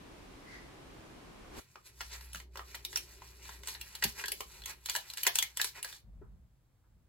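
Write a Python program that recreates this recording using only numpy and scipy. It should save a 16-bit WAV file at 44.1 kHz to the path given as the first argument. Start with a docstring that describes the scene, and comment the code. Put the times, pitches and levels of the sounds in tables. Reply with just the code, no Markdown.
"""Blister pack in a small room

The dull air of a quiet room gives way to a small hard-walled room, where a foil blister pack is
handled close to the microphone. Plastic buckles and foil bursts in sharp snaps as capsules are
pressed out; fine crinkling and rubbing run between them. Behind the pack a low mains hum comes
and goes, and a soft rumble with one dull knock follows at the end."""
import sys
import numpy as np
from scipy import signal
from scipy.fft import rfft, irfft
from scipy.io import wavfile

SR = 44100
rng = np.random.default_rng(int(sys.argv[2]) if len(sys.argv) > 2 else 0)


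def master_out(mix):
    """Clip the mix to full scale and print it as 16-bit PCM to the path in sys.argv[1]."""
    frames = np.transpose(np.atleast_2d(mix))
    ceiling = np.clip(frames, -1, 1)
    pcm = np.round(ceiling * 32767).astype(np.int16)
    wavfile.write(sys.argv[1], SR, pcm)


N = 312456

# Edges of the thud, body, crack and sizzle bands (frequency [Hz]), then each material's share [dB]
BAND_EDGES = [350, 900, 2500, 6500, 15500]
PLASTIC_DB, FOIL_DB = [-18, -3.5, -2, -23.5], [-43, -21, -3, -1]
# Snaps close to the microphone, levels relative:
# (time [s], plastic level [dB], foil level [dB], ring pitch [Hz], ring level [dB], burst decay [s])
PACK_SNAPS = [(1.757, -53.5, -67, 1200, -44.5, 0.00046), (2.0067, -37, -48, 2100, -43, .003),
              (2.0129, -49, -44, 4300, -44, .002), (2.209, -52, -53, 4300, -69, .002),
              (2.332, -58, -48, 10200, -41.5, .0011), (2.347, -44.5, -44.5, 1400, -41.5, .0024),
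              (2.3568, -52, -45.5, 2900, -47, .0011), (2.3996, -48.5, -57, 2130, -58, .0027),
              (2.5566, -50.5, -53, 1140, -41.5, .0012), (2.5725, -43.5, -47.5, 3220, -50, .0009),
              (2.5938, -47, -68, 1190, -36, .0007), (2.7453, -42.5, -50, 1950, -44, .0035),
              (2.7507, -56, -41, 900, -53, .004), (2.8498, -73, -34.5, 3730, -36.5, .0008),
              (2.929, -45, -49, 4250, -58, .001), (2.959, -38, -34, 5600, -24.5, .0009),
              (2.9719, -48, -31.5, 5470, -42, .0017), (3.2197, -54.5, -70, 1014, -47.5, .0014),
              (3.453, -53, -56, 3820, -56, .0024), (3.4917, -46.5, -59, 1010, -50, .0017),
              (3.6342, -49, -51, 3570, -55, .0015), (3.6733, -46, -39, 8280, -36.5, .0006),
              (3.6838, -45.5, -38, 4000, -47, .0035), (3.7492, -45.5, -54, 3970, -44, .005),
              (3.8129, -65, -39, 2750, -38, .0008), (3.9511, -50, -39.5, 4060, -47.5, .0045),
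              (4.0239, -32, -40, 1910, -36, .003), (4.0383, -38, -23, 4450, -31.5, .004),
              (4.0419, -33, -34.5, 4650, -34, .0012), (4.195, -45, -55, 2840, -40.5, .003),
              (4.213, -49, -56, 1120, -48, .0011), (4.2392, -37.5, -65, 1620, -35.5, .0008),
              (4.258, -55, -37.5, 4320, -45, .0008), (4.282, -41, -34.5, 4400, -37.5, .002),
              (4.3191, -48, -31.5, 10900, -30, .0014), (4.4063, -42.5, -37, 1105, -38, .0009),
              (4.6194, -55, -57, 4200, -49, .0014), (4.6376, -59, -55, 3430, -46, .0004),
              (4.6582, -49, -36, 3170, -47, .002), (4.859, -48, -35, 9400, -52.5, .0019),
              (4.8869, -39.5, -53, 4330, -41, .0028), (4.8965, -39.5, -29.5, 4680, -32.5, .0018),
              (4.951, -34, -35.5, 1740, -35.5, .0013), (4.9614, -49, -29, 2980, -32.5, .0035),
              (5.1006, -63, -42, 4100, -41.5, .0008), (5.136, -54, -42, 5000, -52, .0012),
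              (5.1728, -65, -36.5, 1730, -48, .0013), (5.1809, -44.5, -41.5, 4900, -44.5, .0009),
              (5.2325, -57.5, -33, 3000, -33, .0005), (5.234, -58, -37.5, 11600, -26, .0005),
              (5.251, -40, -43.5, 3000, -37.5, .004), (5.2666, -26.5, -27, 2070, -29, .0009),
              (5.268, -26, -28.5, 7250, -29.5, .001), (5.2732, -44, -23.5, 11200, -32, .0016),
              (5.356, -38, -26, 8930, -29.5, .0008), (5.3870, -37.5, -23, 3380, -25.5, .0008),
              (5.4258, -47, -26, 2150, -32, 0.001), (5.5720, -42.5, -32.5, 7960, -37, .0006),
              (5.5944, -62, -47, 2870, -44.5, .0008), (5.5985, -35.5, -48.5, 1743, -32, .0017),
              (5.6149, -43, -25.5, 3860, -28, .001), (5.644, -37.5, -31.5, 11000, -31, .001),
              (5.8284, -59, -38.5, 10040, -33.5, .0015), (5.846, -44, -36.5, 1660, -43.5, .0022),
              (5.927, -49.5, -50, 3700, -47, .0011)]
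def snaps(ring_cycles=40, longest_ring_s=.013, ring_db=-2, creak_db=-18, flutter_db=-19, lead_s=.012):
    """A fold creaks, then plastic and foil give way in a short burst; the buckled patch rings."""
    times, plastic_db, foil_db, ring_hz, patch_db, decay_s = np.transpose(PACK_SNAPS)
    since = np.arange(2560) / SR - lead_s
    t = np.maximum(since, 0)
    rise = 1 - np.exp(-t / .0002)
    # tiny slips grow as the strain builds, and the sheet flutters briefly afterwards
    creak = from_db(creak_db) * np.exp(-np.abs(since) / .003)
    crack = rise * np.exp(-t / decay_s[:, None])
    flutter = from_db(flutter_db) * rise * np.exp(-t / .005)
    bursts = rng.standard_normal((len(times), len(t))) * (creak + crack + flutter)
    ring_t60 = np.minimum(ring_cycles / ring_hz, longest_ring_s)[:, None]
    rings = np.sin(2 * np.pi * ring_hz[:, None] * t) * rise * from_db(-60 * t / ring_t60)
    sounds = at_level(rings, from_db(patch_db + ring_db))
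    for low, high, plastic_share, foil_share in zip(BAND_EDGES, BAND_EDGES[1:], PLASTIC_DB, FOIL_DB):
        gain = np.hypot(from_db(plastic_db + plastic_share), from_db(foil_db + foil_share))
        sounds += at_level(band(bursts, low, high, order=3), gain)
    out = np.zeros(N)
    for s, sound in zip(times, sounds):
        add(out, s - lead_s, sound)
    return out


# Fingers crossing the pack: (peak time [s], length [s], crinkle level [dB], rubbing level [dB])
FINGER_STROKES = [(1.583, 0.074, -50.5, -59), (1.869, 0.047, -52.5, -65), (2.031, 0.13, -51.5, -64),
                  (2.137, 0.071, -43, -52.5), (2.227, 0.2, -56, -64.5), (2.372, 0.083, -49, -77),
                  (2.583, 0.082, -56, -62), (2.724, 0.17, -55.5, -62), (2.964, 0.14, -46, -65),
                  (3.115, 0.16, -55, -63.5), (3.28, 0.2, -57.5, -68.5), (3.493, 0.18, -50, -56.5),
                  (3.7, 0.091, -41.5, -53), (3.899, 0.3, -53.5, -60.5), (4.076, 0.1, -44.5, -60),
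                  (4.191, .07, -43.5, -48), (4.296, 0.25, -47.5, -72), (4.55, 0.17, -51.5, -60.5),
                  (4.697, 0.053, -41, -46.5), (4.94, 0.15, -42, -57), (5.087, 0.12, -52, -59.5),
                  (5.2, .06, -41.5, -60.5), (5.38, .13, -40.5, -61), (5.482, 0.1, -60, -65.5),
                  (5.638, 0.1, -38, -65.5), (5.774, 0.052, -47, -51.5), (5.892, .07, -46, -58.5),
                  (5.955, 0.062, -50, -67)]
# The pack resting in the hand: (start [s], end [s], level [dB])
HOLDS = [(1.62, 2.4, -68), (2.55, 5.97, -67)]
def finger_work(start_db=-10, end_db=-8, roundness=1.7, held_rubbing_db=-7):
    """Gains of crinkling and rubbing: each stroke swells and eases above the faint sound of holding."""
    t = np.arange(0, N / SR, .002)
    peak_s, length_s, crinkle_db, rubbing_db = np.transpose(FINGER_STROKES)[:, :, None]
    phase = 2 * (t - peak_s) / length_s
    swell_db = np.where(phase < 0, start_db, end_db) * np.abs(phase) ** roundness
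    stroked = [np.linalg.norm(from_db(db + swell_db), axis=0) for db in (crinkle_db, rubbing_db)]
    crinkle, rubbing = in_time(np.transpose([t, *stroked]))
    held = spells(HOLDS, attack_s=.02, release_s=.015)
    return np.hypot(crinkle, held), np.hypot(rubbing, held * from_db(held_rubbing_db))


# Crinkling foil and rubbing skin, heard close up: (frequency [Hz], level [dB])
CRINKLE_SPECTRUM = [(1600, -15.5), (2500, -11.5), (4000, -0.5), (6000, 1.5), (8500, -3.5), (11500, -1.5),
                    (15500, -8.5)]
RUBBING_SPECTRUM = [(170, -15), (340, -7), (620, -7.5), (1100, 4.5), (1700, 0), (2500, 6.5), (4500, -20)]
def handling(crinkle_db=-3, rubbing_db=-2):
    """The foil crinkles in dense fine ticks while fingers rub over the domes."""
    crinkle, rubbing = finger_work()
    ticks = grains(per_s=3500, spread_db=3, clump_db=1.5)
    slips = grains(per_s=3500, spread_db=2.5, clump_db=1.5)
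    foil = crinkle * from_db(crinkle_db) * coloured(ticks, CRINKLE_SPECTRUM)
    fingers = rubbing * from_db(rubbing_db) * coloured(slips, RUBBING_SPECTRUM)
    return flexing(foil + fingers)


def grains(per_s, spread_db, clump_db):
    """Tiny slips of uneven size that arrive in clumps."""
    sizes = from_db(spread_db * np.minimum(rng.exponential(1, N), 4)) * rng.choice([-1, 1], N)
    return sizes * (rng.random(N) < per_s / SR) * from_db(clump_db * drift(90))


def flexing(x, swing_db=2):
    """As the sheet bends, each half octave swells and fades on its own."""
    centres_hz = np.geomspace(300, 15000, 12)
    place = np.interp(bin_hz(), centres_hz, np.arange(len(centres_hz)))
    spectrum, out = rfft(x), 0
    for k in range(len(centres_hz)):
        part = irfft(spectrum * np.maximum(1 - np.abs(place - k), 0), N)
        out += part * from_db(swing_db * drift(25))
    return out


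# Resonances of the sheet and its domes: (frequency [Hz], width [Hz], relative level [dB])
SHEET_MODES = [(467, 100, 3), (791, 17, 0.5), (1673, 210, -4.5), (1876, 35, -3), (2310, 66, -11),
               (2940, 120, -8.5), (3540, 60, -14.5), (4290, 720, -10.5), (7500, 27, -5.5),
               (8500, 120, -3.5)]
def sheet_ringing(x, ring_db=-1, direct_db=-2):
    """Every snap and tick sets the sheet's resonances ringing."""
    out = from_db(direct_db) * x
    for hz, width, db in SHEET_MODES:
        radius = np.exp(-np.pi * width / SR)
        feed = np.array([1, 0, -1]) * (1 - radius ** 2) / 2
        feedback = [1, -2 * radius * np.cos(2 * np.pi * hz / SR), radius ** 2]
        out += from_db(db + ring_db) * signal.lfilter(feed, feedback, x + 1e-18)
    return out


# Hands and objects bumping near the microphone: (time [s], level [dB], pitch [Hz], 60 dB decay [s])
HAND_BUMPS = [(1.576, -43, 395, .028), (1.757, -51, 470, 0.036), (2.348, -49, 130, 0.15),
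              (2.348, -53, 633, 0.045), (2.556, -52, 610, .04), (2.573, -52, 484, .04),
              (2.594, -56, 620, 0.038), (2.749, -52.5, 780, 0.056), (4.042, -35, 100.2, .1),
              (4.046, -36, 198, 0.061), (4.046, -41, 382, .05), (4.24, -58, 650, .04),
              (4.32, -53, 476, 0.056), (4.404, -38.5, 473, 0.028), (4.953, -41.5, 745, 0.096),
              (5.269, -40.5, 720, .08), (5.846, -52, 664, 0.071), (6.213, -49.5, 335, 0.066),
              (6.216, -66, 1150, 0.19), (6.84, -77.5, 1230, .13)]
def bumps(band_ratio=1.35):
    """Soft contacts make dull thuds that die quickly."""
    out, t = np.zeros(N), np.arange(SR // 4) / SR
    for s, db, hz, t60 in HAND_BUMPS:
        thud = rms_one(band(rng.standard_normal(len(t)), hz / band_ratio, hz * band_ratio, order=3))
        add(out, s, thud * from_db(db - 60 * t / t60))
    return out


# Arms moving beside the pack: (start [s], end [s], level [dB])
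SLEEVE_MOVES = [(1.7, 2.3, -81), (2.35, 3.65, -72), (4.05, 4.3, -68.5), (4.45, 4.68, -76),
                (5.6, 6.0, -85.5)]
# Brushing cloth: (frequency [Hz], level [dB])
CLOTH_SPECTRUM = [(220, -11), (320, -0.5), (420, -1.5), (560, -11)]
def sleeves(flutter_db=3):
    """Cloth brushes softly in a narrow low range as the arms move."""
    gain = spells(SLEEVE_MOVES, attack_s=.088, release_s=.12) * from_db(flutter_db * drift(15))
    return gain * coloured(rng.standard_normal(N), CLOTH_SPECTRUM)


def echoes(x, near_db=-7, near_t60=.043, far_db=-9, far_t60=.17, treble_t60=.14):
    """Quick echoes off hands, chest and table, then the small room's tail, shorter in the treble."""
    t = np.arange(SR // 2) / SR
    near, far = rng.standard_normal((2, 2, len(t)))
    near = near * (t > .0015) * from_db(-60 * t / near_t60)
    tail = band(far, 120, 6500) * from_db(-60 * t / far_t60)
    treble = band(far, 6500, 17000) * from_db(-60 * t / treble_t60)
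    walls = (tail + from_db(-1.5) * treble) * (1 - np.exp(-t / .0035))
    response = (from_db(near_db) * rms_one(near) + from_db(far_db) * rms_one(walls)) / np.sqrt(len(t))
    mid, side = signal.fftconvolve(x[None], response, axes=1)[:, :N]
    return mid + band(side, 200, 12000, order=1) * [[1], [-1]]


# Hum behind the pack: (time [s], relative level [dB])
HUM_LEVEL = [(1.7, -89), (2.02, -54), (2.21, -50), (3.18, -61.5), (3.57, -53), (3.99, -63), (4.08, -49),
             (4.14, -60.5), (4.91, -61.5), (5.0, -75), (5.58, -64.5), (6.0, -73)]
def mains_hum(hz=62, gain_db=-1, waver_rad=.22):
    """One low, slightly wavering tone comes and goes in the small room."""
    t = np.arange(N) / SR
    running = np.interp(t, [1.6, 1.7, 6.0, 6.1], [0, 1, 1, 0])
    tone = np.sqrt(2) * np.sin(2 * np.pi * hz * t + waver_rad * drift(5))
    return running * from_db(in_time(HUM_LEVEL)[0] + gain_db) * tone


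# Hiss and rumble of the small room: (frequency [Hz], level [dB])
HISS_SPECTRUM = [(25, -7.5), (60, -5), (120, 5.5), (210, -16), (300, -13), (600, -20.5), (1200, -23.5),
                 (2500, -30), (5000, -32.5), (15500, -34.5)]
RUMBLE_SPECTRUM = [(25, -7.5), (53, 14), (85, -3.5), (130, -4.5), (205, -4.5), (280, -25), (600, -25.5)]
# Their width at the microphone: (frequency [Hz], left-right likeness [0-1])
SMALL_ROOM_LIKENESS = [(60, 0.81), (180, 0.9), (550, .5), (1650, 0.22), (7000, 0.49), (15000, 1)]
# Swells of rumble: (start [s], end [s], level [dB])
RUMBLES = [(1.95, 3.3, -65.5), (3.4, 4.7, -63.5), (6.01, 6.36, -54), (6.86, 7.0, -63.5)]
def small_room_tone(hiss_db=-70, rumble_rest_db=-73.5):
    """Steady hiss over a low rumble that swells now and then."""
    hiss = from_db(hiss_db) * air(HISS_SPECTRUM, SMALL_ROOM_LIKENESS)
    rumble_gain = np.hypot(from_db(rumble_rest_db), spells(RUMBLES, attack_s=.067, release_s=.09))
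    return hiss + rumble_gain * air(RUMBLE_SPECTRUM, SMALL_ROOM_LIKENESS)


# Air and swish in the quiet opening room: (frequency [Hz], level [dB])
AIR_SPECTRUM = [(15, -33), (25, -6.5), (54, 0), (76, -7.5), (225, -8), (326, -6), (498, -12), (1100, -14.5),
                (1330, -17.5), (1970, -20), (2440, -20.5), (12600, -37), (14000, -46.5)]
SWISH_SPECTRUM = [(1000, -21), (1450, -8), (1800, -6), (2030, 5.5), (2300, -11), (2900, -21), (4600, -13),
                  (9000, -28.5)]
# Their rise and fall: (time [s], level [dB])
AIR_LEVEL = [(0, -52.5), (1.5, -52.5), (1.595, -45), (1.62, -101), (1.7, -110), (7.09, -120)]
SWISH_LEVEL = [(0, -110), (.4, -82), (.48, -58), (.55, -51), (.62, -59), (.68, -66), (.85, -96),
               (7.09, -120)]
# Their width at the microphone: (frequency [Hz], left-right likeness [0-1])
QUIET_ROOM_LIKENESS = [(60, 1), (180, 0.64), (550, 0.031), (2000, 0.028), (15000, 0)]
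def quiet_room_tone():
    """Dull air all round the microphone, with one faint swish; it drops away at 1.6 s."""
    murmur = from_db(in_time(AIR_LEVEL)[0]) * air(AIR_SPECTRUM, QUIET_ROOM_LIKENESS)
    swish = from_db(in_time(SWISH_LEVEL)[0]) * air(SWISH_SPECTRUM, QUIET_ROOM_LIKENESS)
    return murmur + swish


def air(spectrum, likeness):
    """Stereo noise whose two channels are more or less alike at each frequency."""
    alike = at_hz(likeness, bin_hz())
    mid, side = rfft(rng.standard_normal((2, N)))
    stereo = np.sqrt(1 + alike) * mid + np.sqrt(1 - alike) * side * [[1], [-1]]
    return coloured(irfft(stereo, N), spectrum)


def microphone(x, lag_s=.000263):
    """The microphone passes the treble to the right channel slightly late; the lows stay together."""
    hz = bin_hz()
    lagging = np.clip((hz - 2300) / 700, 0, 1)
    turn = lagging * 2 * np.pi * (hz * lag_s - 1)
    return np.array([x[0], irfft(rfft(x[1]) * np.exp(-1j * turn), N)])


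def from_db(db):
    """Decibels to gain."""
    return 10 ** (np.asarray(db) / 20)


def rms_one(x):
    """Scale to rms 1."""
    return x / np.sqrt(np.mean(x ** 2) + 1e-20)


def at_level(sounds, gain):
    """Give each short sound the energy of 5 ms at its rms gain."""
    level = np.sqrt(np.sum(sounds ** 2, axis=1) / (.005 * SR))
    return sounds * (gain / level)[:, None]


def in_time(rows):
    """Each column of a curve at every sample."""
    s, *columns = np.transpose(rows)
    return [np.interp(np.arange(N) / SR, s, c) for c in columns]


def spells(rows, attack_s, release_s):
    """Gain that rises at each start, holds, and dies away after each end."""
    t, gain = np.arange(N) / SR, 0
    for start, end, db in rows:
        rise = np.clip((t - start) / attack_s, 0, 1)
        gain += from_db(db) * rise * np.exp(-np.maximum(t - end, 0) / release_s)
    return gain


def drift(per_s):
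    """Slow random wander, about 1 in size."""
    knots = rng.standard_normal(4000)
    return np.interp(np.arange(N) / SR * per_s, np.arange(len(knots)), knots)


def bin_hz():
    """Frequencies of a full-length spectrum."""
    return np.arange(N // 2 + 1) * SR / N


def at_hz(points, hz):
    """Read a spectrum on a log-frequency axis."""
    f, value = np.transpose(points)
    return np.interp(np.log(np.maximum(hz, 1)), np.log(f), value)


def band(x, low, high, order=2):
    """Band-pass between two edges in Hz."""
    sos = signal.butter(order, [low, min(high, .45 * SR)], "band", fs=SR, output="sos")
    return signal.sosfilt(sos, x)


def coloured(x, spectrum):
    """Give a signal a spectrum that falls away beyond its ends; rms 1."""
    shaped = irfft(rfft(x) * from_db(at_hz(spectrum, bin_hz())), N)
    return rms_one(band(shaped, spectrum[0][0] * .8, spectrum[-1][0] * 1.2))


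def add(track, s, sound):
    """Mix a sound into a track at a time."""
    at = int(s * SR)
    track[at:at + len(sound)] += sound[:N - at]


def scene():
    """The quiet room, then the pack close to the microphone with the small room behind it."""
    close = sheet_ringing(snaps() + handling()) + bumps() + sleeves()
    return quiet_room_tone() + microphone(close + echoes(close) + small_room_tone() + mains_hum())


def record(dry):
    """The treble is cut steeply above 15.8 kHz."""
    return signal.sosfilt(signal.ellip(10, .2, 70, 15800, fs=SR, output="sos"), dry)


dry = scene()
out = record(dry)
master_out(out)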